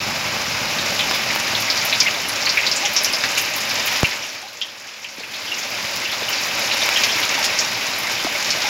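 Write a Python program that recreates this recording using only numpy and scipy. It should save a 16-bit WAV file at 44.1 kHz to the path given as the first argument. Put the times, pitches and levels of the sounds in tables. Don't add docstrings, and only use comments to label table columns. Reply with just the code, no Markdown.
import sys
import numpy as np
from scipy import signal
from scipy.io import wavfile

SR = 44100
rng = np.random.default_rng(int(sys.argv[2]) if len(sys.argv) > 2 else 0)


def store_pcm(level_fs):
    pcm = np.round(np.clip(level_fs, -1, 1) * 32767).astype(np.int16)
    wavfile.write(sys.argv[1], SR, np.atleast_2d(pcm).T)


N = 383229
BINS_HZ = np.fft.rfftfreq(8192, 1 / SR)

# (frequency [Hz], level [dB])
WATER_TONE = [(150, -28), (250, -6), (436, -5), (585, -4.5), (1040, -2.5), (1550, -3), (2560, -1),
              (3430, -7), (4450, -6.5), (4940, -3), (5480, -5.5), (7110, -16), (8610, -26), (12200, -19.5),
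              (15800, -25)]
# (frequency [Hz], level [dB])
DRUM_TONE = [(15, -66), (25, -22), (107, 2.5), (139, 0), (220, 3.5), (264, -2.5), (450, -15), (580, -25),
             (990, -120)]
# (frequency [Hz], width [Hz], boost [dB])
BARREL_RESONANCES = [(112.4, 21, 6), (162, 27, 2), (218.6, 18, 4.5), (612, 84, 3.5), (815, 21, 1.5),
                     (950, 140, 2), (2440, 680, 3), (3840, 580, 2.5), (4920, 310, 0)]
# (frequency [Hz], width [Hz], boost [dB])
MIC_RESONANCES = [(6980, 1530, 6), (8130, 1600, -4.5), (12960, 540, 1.5), (13800, 1300, -4),
                  (15500, 1000, 4)]
# (time [s], strength compared with usual [dB])
FLOW = [(0, 1), (0.6, 1), (1.1, 2.5), (2.03, 1), (2.25, -1.0), (2.6, 0), (3.6, -0.5), (3.95, 1.5),
        (4.2, 0.5), (5.6, 0.5), (6.25, -1.0), (6.85, 2.5), (7.4, 1.5), (7.8, -0.5), (8.35, -0.5), (8.69, 1)]
# (time [s], pitch [Hz], level [dB], ring time [cycles])
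PLINKING_DROPS = [ (.787, 3900, -23.5, .9), (.993, 3600, -19, .85), (1.008, 3000, -22.5, .6),
                  (1.136, 3470, -25, .9), (1.302, 2250, -22, 0.57), (1.55, 3860, -20, 0.72),
                  (1.701, 4830, -17, 1), (1.776, 4600, -22, 1.3), (1.926, 2330, -19.5, .6),
                  (1.927, 3800, -18.5, 0.82), (2.003, 5240, -12, .85), (2.015, 2290, -20.5, 3),
                  (2.06, 2070, -19.5, 1.8), (2.072, 2700, -19, 1.2), (2.46, 4370, -18.5, 1.6),
                  (2.469, 2200, -19, .4), (2.493, 4900, -16.5, .75), (2.5727, 2360, -13, 0.89),
                  (2.632, 2430, -20, 0.55), (2.666, 4300, -17, 0.72), (2.715, 5070, -18, 0.96),
                  (2.762, 7040, -24.5, 0.6), (2.822, 807, -25, 4.7), (2.85, 2920, -19.5, .5),
                  (2.854, 5860, -22.5, .8), (2.9648, 5400, -15, 1), (3.0455, 5430, -17.5, .7),
                  (3.135, 5060, -18.5, 1.2), (3.237, 1880, -19, 0.4), (3.238, 4200, -22, 0.36),
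                  (3.376, 2600, -18, 0.69), (3.378, 5850, -22.5, 0.6), (3.874, 3090, -22, 0.23),
                  (4.045, 2510, -14, 0.92), (4.425, 793, -23, 3.1), (4.615, 3210, -7, 1.15),
                  (4.619, 5030, -17, .7), (5.045, 2750, -15.5, 0.7), (5.235, 2510, -20.5, 0.82),
                  (5.338, 3790, -22, 0.73), (5.517, 2780, -17, 2.5), (5.585, 6300, -26, 1.1),
                  (6.052, 2710, -22, 0.99), (6.124, 4100, -24.5, 0.88), (6.284, 2930, -23.5, 2.5),
                  (6.712, 2670, -20.5, 1.1), (6.815, 3750, -23, 1.8), (6.85, 1040, -26, 1.8),
                  (6.961, 3030, -16.5, 1.9), (7.036, 4800, -17, 0.47), (7.037, 2540, -19.5, .8),
                  (7.229, 3700, -20, 0.39), (7.377, 865, -23.5, 2), (7.443, 4730, -19.5, 0.29),
                  (7.589, 5400, -17.5, 0.6), (8.505, 4900, -18, 0.52), (8.641, 830, -24.5, 5)]
# (time [s], level [dB], centre of the hiss [Hz])
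HISSING_DROPS = [(1.147, -33, 13000), (1.35, -32, 13400), (1.603, -31, 11900), (1.85, -26, 12500),
                 (2.285, -28.5, 10400), (2.933, -31, 12500), (3.034, -26.5, 11300), (3.128, -33, 10500),
                 (3.38, -28.5, 11200), (3.412, -29, 12500), (3.562, -28, 12900), (3.861, -29, 12750),
                 (5.956, -32, 13000), (6.29, -31, 13500), (7.444, -34, 9650), (7.984, -31.5, 12300)]
# (time [s], level [dB], pitch [Hz])
RIM_SLAPS = [(1.008, -5, 2500), (1.1121, 1, 800), (1.3611, -.5, 700), (1.4, -5, 2500), (1.534, -5, 700),
             (3.375, -3, 2400), (6.8903, 4.5, 1200), (7.963, -7, 1800), (8.098, -5, 1800)]
# (time [s], level [dB], final pitch [Hz])
CASE_KNOCKS = [(4.0315, -1, 107), (5.183, -17, 226), (5.205, -17, 456), (5.845, -25, 130),
               (6.221, -18.5, 426), (8.247, -13.5, 287), (8.268, -14, 670)]

DRUM_DB, DRUM_FOLLOWS = -44, 0.2
SPRAY_DB, PRICKLE_DB, SPRAY_FOLLOWS = -34, -49.5, 1.6
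GURGLE_DB, GURGLE_FOLLOWS = -38.5, 1.5
FIZZ_DB, FIZZ_FOLLOWS = -27, 1.67
SPLASH_DB, SPLASH_FOLLOWS = -25, 0.74
ARRIVE_S, OUTSIDE_DRUM_DB, OUTSIDE_FIZZ_DB = 2.7, 9, -8
DIP_DB, DIP_EXTRA_DRUM_DB = -14, -1


def amp(db):
    return 10 ** (np.asarray(db) / 20)


def unit(x):
    return x / np.sqrt(np.mean(x ** 2) + 1e-20)


def at_level(sound, db):
    return amp(db) * sound / np.linalg.norm(sound) * np.sqrt(SR / 50)


def add(mix, start_s, sound):
    part = mix[max(round(start_s * SR), 0):][:len(sound)]
    part += sound[:len(part)]


def boosts(resonances):
    return sum(db / (1 + (2 * (BINS_HZ - hz) / width) ** 2) for hz, width, db in resonances)


def filtered(x, db):
    log_gain = np.log(amp(np.r_[db, db[-2:0:-1]]))
    response = np.exp(np.conj(signal.hilbert(log_gain)))
    taps = np.fft.ifft(response).real[:len(db)]
    return signal.oaconvolve(x, taps)[:N]


def in_barrel(x, tone):
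    hz, db = np.transpose(tone)
    tone_db = np.interp(np.log(BINS_HZ + 1), np.log(hz), db)
    return unit(filtered(x, tone_db + boosts(BARREL_RESONANCES)))


def wall_echoes(echo_db, first_s=0.0013, fade_60db_s=0.12):
    t = np.arange(SR // 6) / SR
    fade = np.exp(-np.log(1000) * t / fade_60db_s)
    echoes = rng.choice([-1, 1], len(t)) * (rng.random(len(t)) < 0.1) * (t > first_s) * fade
    response = amp(echo_db) * echoes / np.linalg.norm(echoes)
    response[0] = 1
    return response


def impacts(per_s, spread_db, cap):
    size = amp(spread_db * np.minimum(rng.exponential(1, N), cap))
    return size * rng.choice([-1, 1], N) * (rng.random(N) < per_s / SR)


def scatter(sound, per_s, spread_db, cap):
    return signal.oaconvolve(impacts(per_s, spread_db, cap), sound)[:N]


def bubble(hz, cycles, rise=0.0039):
    age = np.arange(int(12 * cycles * SR / hz) + 2) * hz / (SR * cycles)
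    phase = 2 * np.pi * cycles * age * (1 + rise * (age / 2 - 2))
    ring = age ** 2 * np.exp(-age) * np.sin(phase)
    return ring / np.linalg.norm(ring)


def shatter(hz, cycles, fade_s, samples):
    t = np.arange(samples) / SR
    return np.convolve(bubble(hz, cycles), rng.standard_normal(samples) * np.exp(-t / fade_s))


def slap(hz):
    age = 2 * np.pi * hz * np.arange(SR // 100) / SR
    lowpass = signal.butter(2, min(4 * hz, SR / 2 - 1), fs=SR, output="sos")
    return signal.sosfilt(lowpass, (1 - age) * np.exp(-age))


def plink(hz, db, cycles, splash_db=-13):
    drop = np.r_[bubble(hz, cycles), np.zeros(SR // 100)]
    splash = shatter(hz=3300, cycles=0.5, fade_s=0.0012, samples=SR // 100)
    add(drop, 0, amp(splash_db) * splash / np.linalg.norm(splash))
    return at_level(np.convolve(drop, wall_echoes(echo_db=6)), db)


def drumming():
    return in_barrel(impacts(per_s=600, spread_db=3.5, cap=4.9), DRUM_TONE)


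def prickling():
    prick = np.convolve(bubble(hz=11500, cycles=0.66), wall_echoes(echo_db=-3))
    return unit(scatter(prick, per_s=14, spread_db=3.5, cap=2.7))


def spraying(low_hz=5200, high_hz=15000):
    out = np.zeros(N)
    for hz in np.geomspace(low_hz, high_hz, 12):
        burst = shatter(hz, cycles=0.38, fade_s=0.0074, samples=SR // 20)
        out += np.sqrt(hz) * unit(scatter(burst, per_s=4, spread_db=3, cap=2.6))
    return in_barrel(out, WATER_TONE)


def spitting():
    out = np.zeros(N)
    for start_s, db, hz in HISSING_DROPS:
        burst = shatter(hz, cycles=0.65, fade_s=0.016, samples=SR // 12)
        add(out, start_s, at_level(burst, db))
    return out


def gurgling(low_hz=520, high_hz=1700):
    out = np.zeros(N)
    for hz in np.geomspace(low_hz, high_hz, 18):
        ring = np.convolve(bubble(hz, cycles=1.7), wall_echoes(echo_db=-1))
        out += unit(scatter(ring, per_s=7, spread_db=3, cap=1.5))
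    return in_barrel(out, WATER_TONE)


def stray_drops(per_s=5, low_hz=2090, high_hz=5600, sizes=16):
    out = np.zeros(N)
    for hz in np.geomspace(low_hz, high_hz, sizes):
        drop = plink(hz, db=-26, cycles=1.16)
        out += scatter(drop, per_s / sizes, spread_db=-0.5, cap=2.2)
    return out


def fizzing(low_hz=1700, high_hz=15000):
    out = np.zeros(N)
    for hz in np.geomspace(low_hz, high_hz, 44):
        cycles = 0.59 * 2 ** rng.uniform(-0.46, 1)
        ring = np.convolve(bubble(hz, cycles), wall_echoes(echo_db=5))
        out += np.sqrt(hz) * unit(scatter(ring, per_s=26, spread_db=3, cap=2.6))
    return in_barrel(out, WATER_TONE)


def rim_slaps(snap_db=-12, snap_hz=5500, ring_db=-12, ring_hz=2600, ring_s=0.0007):
    out, t = np.zeros(N), np.arange(SR // 100) / SR
    snap = amp(snap_db) * slap(snap_hz)
    ring = amp(ring_db) * np.exp(-t / ring_s) * np.sin(2 * np.pi * ring_hz * t)
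    for start_s, db, hz in RIM_SLAPS:
        hit = slap(hz) - snap + ring
        add(out, start_s, amp(db) * np.convolve(hit, wall_echoes(echo_db=-7)))
    return out


def case_knocks(knock_hz=1300, knock_db=-2, knock_s=0.00054, glide_s=0.00071,
                thud_db=-6, thud_s=0.0094, crack_db=4, crack_delay_s=0.00054):
    out, t = np.zeros(N), np.arange(SR // 20) / SR
    force = amp(knock_db) * np.exp(-t / knock_s) + amp(thud_db) * np.exp(-(t / thud_s) ** 4)
    for start_s, db, thud_hz in CASE_KNOCKS:
        pitch_hz = thud_hz + (knock_hz - thud_hz) * np.exp(-t / glide_s)
        phase = 2 * np.pi * np.cumsum(pitch_hz) / SR
        add(out, start_s, amp(db) * force * np.sin(phase))
        add(out, start_s + crack_delay_s, -amp(db + crack_db) * slap(hz=2800))
    return out


def fat_drops():
    out = np.zeros(N)
    for start_s, hz, db, cycles in PLINKING_DROPS:
        add(out, start_s, plink(hz, db, cycles))
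    return out


def splashing(strands=10):
    out = np.zeros(N)
    for _ in range(strands):
        out += scatter(wall_echoes(echo_db=5), per_s=170, spread_db=3, cap=2.8)
    return in_barrel(out, WATER_TONE)


def level_dip(t, start_s=3.975, fall_s=0.52, hold_s=0.63, recover_s=0.45):
    fall = np.clip((t - start_s) / fall_s, 0, 1)
    since_hold_s = np.maximum(t - start_s - fall_s - hold_s, 0)
    return fall * np.exp(-since_hold_s / recover_s)


def scene():
    t = np.arange(N) / SR
    flow_db = np.interp(t, *np.transpose(FLOW))
    sunk = level_dip(t)
    outside = np.maximum(1 - t / ARRIVE_S, 0)
    drum_db = DRUM_DB + DRUM_FOLLOWS * flow_db + OUTSIDE_DRUM_DB * outside + DIP_EXTRA_DRUM_DB * sunk
    drum = amp(drum_db) * drumming()
    spray = amp(SPRAY_FOLLOWS * flow_db) * (amp(SPRAY_DB) * spraying() + amp(PRICKLE_DB) * prickling())
    gurgle = amp(GURGLE_DB + GURGLE_FOLLOWS * flow_db) * gurgling()
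    fizz = amp(FIZZ_FOLLOWS * flow_db) * (amp(FIZZ_DB) * fizzing() + stray_drops())
    splash = amp(SPLASH_DB + SPLASH_FOLLOWS * flow_db) * splashing()
    patter = drum + gurgle + amp(OUTSIDE_FIZZ_DB * outside) * (spray + fizz) + splash
    single_drops = spitting() + rim_slaps() + case_knocks() + fat_drops()
    return (amp(DIP_DB * sunk) * (patter + single_drops))[None]


def record(dry):
    coloured = filtered(dry[0], boosts(MIC_RESONANCES))
    top_hz = 15850
    lowpass = signal.firwin(511, top_hz, window=("kaiser", 9), fs=SR)
    return signal.oaconvolve(np.clip(coloured, -1, 1), lowpass, "same")[None]


dry = scene()
out = record(dry)
store_pcm(out)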